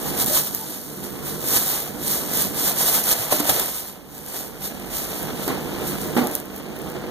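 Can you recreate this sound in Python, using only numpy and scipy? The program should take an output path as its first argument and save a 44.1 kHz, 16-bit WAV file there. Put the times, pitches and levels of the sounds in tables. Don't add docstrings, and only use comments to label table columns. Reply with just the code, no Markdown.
import sys
import numpy as np
from scipy import signal
from scipy.fft import rfft, irfft, next_fast_len
from scipy.io import wavfile

SR = 44100
rng = np.random.default_rng(int(sys.argv[2]) if len(sys.argv) > 2 else 0)


def to_wav(s):
    ch = np.atleast_2d(s).T
    pcm = np.round(np.clip(ch, -1, 1) * 32767)
    wavfile.write(sys.argv[1], SR, pcm.astype(np.int16))


N = 313110
TIME = np.arange(N) / SR

# frequency_hz, level_db
ROOM_COLOUR = [(50, -22), (100, -3), (300, -2), (1000, -17), (4000, -38)]
SKIN_COLOUR = [(150, -7.5), (400, 1), (700, 3.5), (1100, -5), (1800, -5.5), (2600, -4.5), (4500, -10.5),
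               (9000, -22.5), (15000, -46)]
GAS_COLOUR = [(25, -17), (60, 1), (110, -7), (180, -2), (400, -7.5), (700, -17.5), (1500, -13), (7000, -28)]
KNOCK_COLOUR = [(40, -12), (140, -5), (240, 13.5), (400, 6.5), (900, 7.5), (2000, 7.5), (5000, 4),
                (15000, -31)]
CRACK_COLOUR = [(2000, -24), (7000, -9.5), (10000, -2), (14000, 1), (16000, -14)]
FOIL_COLOUR = [(400, -10.5), (1500, -10), (2500, -9.5), (4000, -5), (7000, -6.5), (10000, -1), (14000, 2.5),
               (15300, -4), (16000, -40)]
# time_s, level_db
DEEP_HUM_SWELL = [(3.8, -63.5), (4.7, -53), (4.97, -47), (5.15, -58)]
# pitch_hz, level_db
FAINT_HUMS = [(75, -61), (151, -67)]
# start_s, level_db, pitch_hz
PAW_STEPS = [(3.192, -22, 113), (3.319, -24.5, 120), (3.49, -22, 107)]
# pitch_hz, width_hz, level_db
BALLOON_MODES = [(151.9, 8.9, 2.5), (202.1, 8.1, 2.5), (252, 38, -2), (301, 20, 1), (360.5, 20, 1),
                 (458.6, 80, 2), (594, 87, -2.5), (730, 64, -0.5)]
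# time_s, gas_db, skin_db
PUSHES = [(0, -29.5, -38), (0.2, -27.5, -34), (0.45, -37, -72), (0.8, -38.5, -50), (1.21, -32.5, -41.5),
          (1.55, -29.5, -66), (1.75, -39, -33.5), (1.95, -32.5, -42.5), (2.7, -31.5, -36),
          (3.25, -40.5, -32.5), (3.58, -34, -28), (3.78, -46.5, -42.5), (4.1, -43, -51), (4.4, -39, -46),
          (5.3, -31, -34.5), (6.2, -28, -36.5), (6.45, -37, -43.5), (6.93, -30.5, -40)]
# centre_s, length_s, pitch_hz, level_db
SQUEAKS = [(0.324, 0.059, 590, -30), (0.62, 0.065, 890, -44), (3.556, 0.061, 612, -33)]
# start_s, shudder_db, decay_s, dull_above_hz, boom_db, boom_hz
KNOCKS = [ (3.3238, -17.5, .04, 6000, -6.5, 600), (3.3345, -28.5, .2, 1500, -21, 620),
          (3.4014, -24, .05, 1800, -9.5, 296), (3.490, -23, 0.07, 2500, -19, 594),
          (5.4772, -23.5, 0.04, 3000, -14, 400), (5.4805, -26.5, 0.5, 2200, -29, 765),
          (6.1652, -17, .2, 1300, -11.5, 243), (6.1816, -19.5, .22, 1100, -13.5, 243),
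          (6.2146, -24, .62, 900, -20, 243), ]
# start_s, level_db
CRACKS = [(0.2437, -17), (0.2617, -12), (0.5483, -12.5), (1.6798, -16), (2.0805, -14), (2.4235, -15),
          (3.3265, -12), (3.5967, -14), (4.1803, -28), (4.2628, -26), (4.2824, -27), (4.7983, -31.5),
          (4.9683, -20), (5.229, -22), (5.4788, -17), (5.8773, -20.5), (6.0154, -21), (6.1748, -20),
          (6.2714, -14.5), (6.3131, -22), (6.3522, -11), (6.4006, -24), (6.456, -33), (6.5622, -27),
          (6.5797, -29), (6.764, -30.5), (6.7891, -30.5), (6.8175, -31), (6.9002, -28), (6.9177, -31)]
# time_s, level_db
RUSTLE = [(0, -32), (1.1, -38.5), (3.5, -49), (4.05, -51.5), (4.8, -41.5), (5.8, -38.5), (6.3, -39),
          (6.45, -47), (7.1, -47)]
# peak_s, level_db, swell_s, fade_s
SCRUNCHES = [ (0.09, -29, 0.072, 0.046), (0.221, -18.5, 0.05, 0.026), (0.274, -22, 0.016, 0.072),
             (0.362, -15.5, 0.052, 0.064), (0.47, -28, 0.065, 0.046), (0.555, -31.5, 0.046, 0.098),
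             (0.72, -33.5, 0.11, 0.11), (1.042, -33, 0.016, 0.054), (1.27, -29.5, 0.036, 0.14),
             (1.55, -18, 0.11, 0.11), (1.566, -14.5, .014, 0.016), (1.702, -22, 0.091, 0.16),
             (2.116, -21.5, 0.1, 0.14), (2.403, -20, 0.12, 0.091), (2.6, -22.5, 0.065, 0.074),
             (2.679, -18, 0.071, 0.055), (2.812, -18.5, 0.06, 0.079), (2.885, -16, 0.038, 0.032),
             (2.955, -17.5, 0.063, 0.068), (3.129, -15.5, 0.084, 0.012), (3.239, -25, 0.27, 0.045),
             (3.327, -16, 0.016, 0.014), (3.345, -21.5, 0.057, 0.079), (3.402, -20.5, 0.0079, 0.01),
             (3.48, -22.5, 0.032, 0.15), (3.496, -14.5, 0.0061, 0.014), (3.579, -24, 0.21, 0.2),
             (3.599, -16, .006, 0.0045), (3.77, -30, 0.07, 0.1), (3.88, -36, 0.037, 0.069),
             (4.17, -40, 0.087, 0.22), (4.29, -35.5, 0.033, 0.037), (4.37, -29, 0.072, 0.11),
             (4.655, -27.5, 0.045, 0.049), (4.961, -26.5, 0.056, 0.15), (5.18, -33, 0.13, 0.14),
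             (5.47, -32, 0.12, 0.076), (5.89, -30, 0.071, 0.1), (6.02, -33, 0.043, 0.11),
             (6.175, -32, 0.037, 0.12), (6.345, -33, 0.037, 0.065), (6.565, -40, .05, .04),
             (6.89, -42, 0.088, .06)]
# frequency_hz, gain_db
LEFT_PORT = [(40, -8), (200, -4.5), (600, -2.5), (1300, -3), (4700, -5.5), (7000, 2), (9500, -9.5),
             (11000, -9)]
# frequency_hz, share_db
PORT_SHARE = [(100, -8), (600, -3.5), (1200, -11), (2200, -80)]
# frequency_hz, gain_db
WIDENING = [(350, -22), (1100, -3), (2200, -.4), (3200, -.5), (4800, -3), (7500, -6.5), (11000, -1.8)]

DEEP_HUM_HZ = 49
SQUEEZE_SHARE, SQUEEZES_PER_S = .02, 4
SCRUNCH_RUB_DB, RUB_EXPONENT = -18, .78
THUMP_SHARE = .27
RING_CYCLES, RING_DB = 85, -14
SWELL_SHAPE, FADE_SHAPE = 1.6, 1.49
SCRUNCH_FALL_DB = 11.5
FOLDS_PER_S, FOLD_DECAY_S, FOLD_DB = 110, .0008, -10
PORT_LAG_S, CUTOFF_HZ = 17.2 / SR, 16450
FFT_SIZE = next_fast_len(N, real=True)
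BIN_HZ = np.maximum(np.arange(FFT_SIZE // 2 + 1) * SR / FFT_SIZE, 1)


def from_db(db):
    return 10 ** (np.asarray(db) / 20)


def rms_one(x):
    return x / np.sqrt(np.mean(x ** 2) + 1e-20)


def in_time(rows):
    times, *columns = np.transpose(rows)
    return [np.interp(TIME, times, column) for column in columns]


def bin_gains(points):
    hz, db = np.transpose(points)
    return from_db(np.interp(np.log(BIN_HZ), np.log(hz), db))


def drift(rate):
    knots = rng.standard_normal(N // 20)
    return rms_one(np.interp(TIME * rate, np.arange(len(knots)), knots))


def butter(x, hz, kind, order=2):
    return signal.sosfilt(signal.butter(order, hz, kind, fs=SR, output="sos"), x + 1e-18)


def burst(start, t60, rise):
    envelope, first = np.zeros(N), int(start * SR)
    age = TIME[:min(N - first, SR // 2)]
    envelope[first:first + len(age)] = (1 - np.exp(-age / rise)) * from_db(-60 * age / t60)
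    return envelope


def at_ports(near, far, colour):
    right = rfft(near, FFT_SIZE)
    shared = np.clip(bin_gains(PORT_SHARE), 0, 1)
    left = bin_gains(LEFT_PORT) * (shared * right + np.sqrt(1 - shared ** 2) * rfft(far, FFT_SIZE))
    return irfft(np.array([left, right]) * rms_one(bin_gains(colour)), FFT_SIZE)[:, :N]


def snaps(per_s):
    chance = np.clip(per_s / SR, 1e-4, 1)
    return rms_one(rng.standard_normal(N) * (rng.random(N) < chance) / np.sqrt(chance))


def swarm(colour, per_s, clump_db, clump_rate):
    clumps = from_db(clump_db * drift(clump_rate))
    return rms_one(at_ports(snaps(per_s) * clumps, snaps(per_s) * clumps, colour))


def bedroom():
    noise = at_ports(*rng.standard_normal((2, N)), ROOM_COLOUR)
    hum = 0
    for hz, db in [(DEEP_HUM_HZ, *in_time(DEEP_HUM_SWELL)), *FAINT_HUMS]:
        amplitude = np.sqrt(2) * from_db(db + 2 * drift(5.3))
        hum = hum + amplitude * np.sin(2 * np.pi * hz * TIME + drift(6))
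    return from_db(-48.5) * noise + hum * from_db([[-4], [1.5]])


def mattress():
    thuds = sum(from_db(db) * burst(start, t60=.086, rise=.011) * np.sin(2 * np.pi * hz * (TIME - start))
                for start, db, hz in PAW_STEPS)
    return thuds * from_db([[-4], [3]])


def balloon(x, through_db):
    out = from_db(through_db) * x
    for hz, width, db in BALLOON_MODES:
        radius = np.exp(-np.pi * width / SR)
        feedforward = np.array([1, 0, -1]) * (1 - radius ** 2) / 2
        feedback = [1, -2 * radius * np.cos(2 * np.pi * hz / SR), radius ** 2]
        out = out + from_db(db) * signal.lfilter(feedforward, feedback, x + 1e-18)
    return out


def squeezed(x):
    clock = np.cumsum(1 + SQUEEZE_SHARE * drift(SQUEEZES_PER_S)) % N
    return np.array([np.interp(clock, np.arange(N), port) for port in x])


def rubbing(scrunch):
    gas_db, skin_db = in_time(PUSHES)
    slip = np.hypot(from_db(skin_db), from_db(SCRUNCH_RUB_DB) * scrunch ** RUB_EXPONENT)
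    skin = slip * swarm(SKIN_COLOUR, per_s=3500, clump_db=1.5, clump_rate=90)
    drive = swarm(GAS_COLOUR, per_s=2500, clump_db=.7, clump_rate=40)
    gas = rms_one(squeezed(balloon(drive, through_db=-13.5)))
    return skin + from_db(gas_db) * gas


def squeaks():
    unsteady_time = np.cumsum(1 + .05 * drift(220)) / SR
    notes = 0
    for centre, length, hz, db in SQUEAKS:
        envelope = from_db(db) * np.exp(-(2 * (TIME - centre) / length) ** 2)
        notes = notes + envelope * np.sin(2 * np.pi * hz * unsteady_time)
    return notes * from_db(3 + 1.5 * drift(150))


def knocks():
    force, boom = 0, 0
    for start, shudder_db, t60, dull_hz, boom_db, boom_hz in KNOCKS:
        contact = burst(start, t60, rise=.001) * rng.standard_normal((2, N))
        force = force + from_db(shudder_db) * butter(contact, dull_hz, "low", order=1)
        thump = burst(start, THUMP_SHARE * t60, rise=.0003)
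        ring = from_db(RING_DB) * burst(start, RING_CYCLES / boom_hz, rise=.0003)
        boom = boom + from_db(boom_db) * (thump + ring) * np.sin(2 * np.pi * boom_hz * (TIME - start))
    shudder = from_db(7.5) * balloon(at_ports(*force, KNOCK_COLOUR), through_db=-4)
    return shudder + butter(boom, 150, "high") * from_db([[-2], [1]])


def cracks():
    flips = sum(from_db(db + 12) * burst(start, t60=.0035, rise=.0002) for start, db in CRACKS)
    tails = sum(from_db(db - 18) * burst(start, t60=.09, rise=.002) for start, db in CRACKS)
    return at_ports(*((flips + tails) * rng.standard_normal((2, N))), CRACK_COLOUR)


def scrunching():
    coarse_time, power = TIME[::20], 0
    for peak, db, swell, fade in SCRUNCHES:
        before = np.clip((peak - coarse_time) / swell, 0, 8) ** SWELL_SHAPE
        after = np.clip((coarse_time - peak) / fade, 0, 8) ** FADE_SHAPE
        power = power + from_db(db - SCRUNCH_FALL_DB * (before + after)) ** 2
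    return np.interp(TIME, coarse_time, np.sqrt(power))


def crinkle(scrunch):
    rustle_db, = in_time(RUSTLE)
    level_db = 20 * np.log10(np.hypot(scrunch, from_db(rustle_db)))
    per_s = 13000 * from_db(.2 * (level_db + 30))
    fine = swarm(FOIL_COLOUR, per_s, clump_db=.3, clump_rate=300)
    fold_onsets = (rng.random(N) < FOLDS_PER_S / SR) * rng.random(N)
    folds = signal.lfilter([1], [1, -np.exp(-1 / (FOLD_DECAY_S * SR))], fold_onsets + 1e-18)
    crackles = rms_one(at_ports(*(folds * rng.standard_normal((2, N))), FOIL_COLOUR))
    return from_db(level_db) * (fine + from_db(FOLD_DB) * crackles)


def scene():
    scrunch = scrunching()
    return crinkle(scrunch) + rubbing(scrunch) + squeaks() + cracks() + knocks() + mattress() + bedroom()


def record(dry):
    ports, cross = rfft(dry, FFT_SIZE), bin_gains(WIDENING)
    opposite = np.exp(-2j * np.pi * BIN_HZ * PORT_LAG_S) * ports[::-1]
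    wide = irfft((ports - cross * opposite) / np.sqrt(1 + cross ** 2), FFT_SIZE)[:, :N]
    rounded = wide / (1 + (wide / .8) ** 6) ** (1 / 6)
    top_cut = signal.cheby2(18, 60, CUTOFF_HZ, fs=SR, output="sos")
    return signal.sosfilt(top_cut, rounded)


dry = scene()
out = record(dry)
to_wav(out)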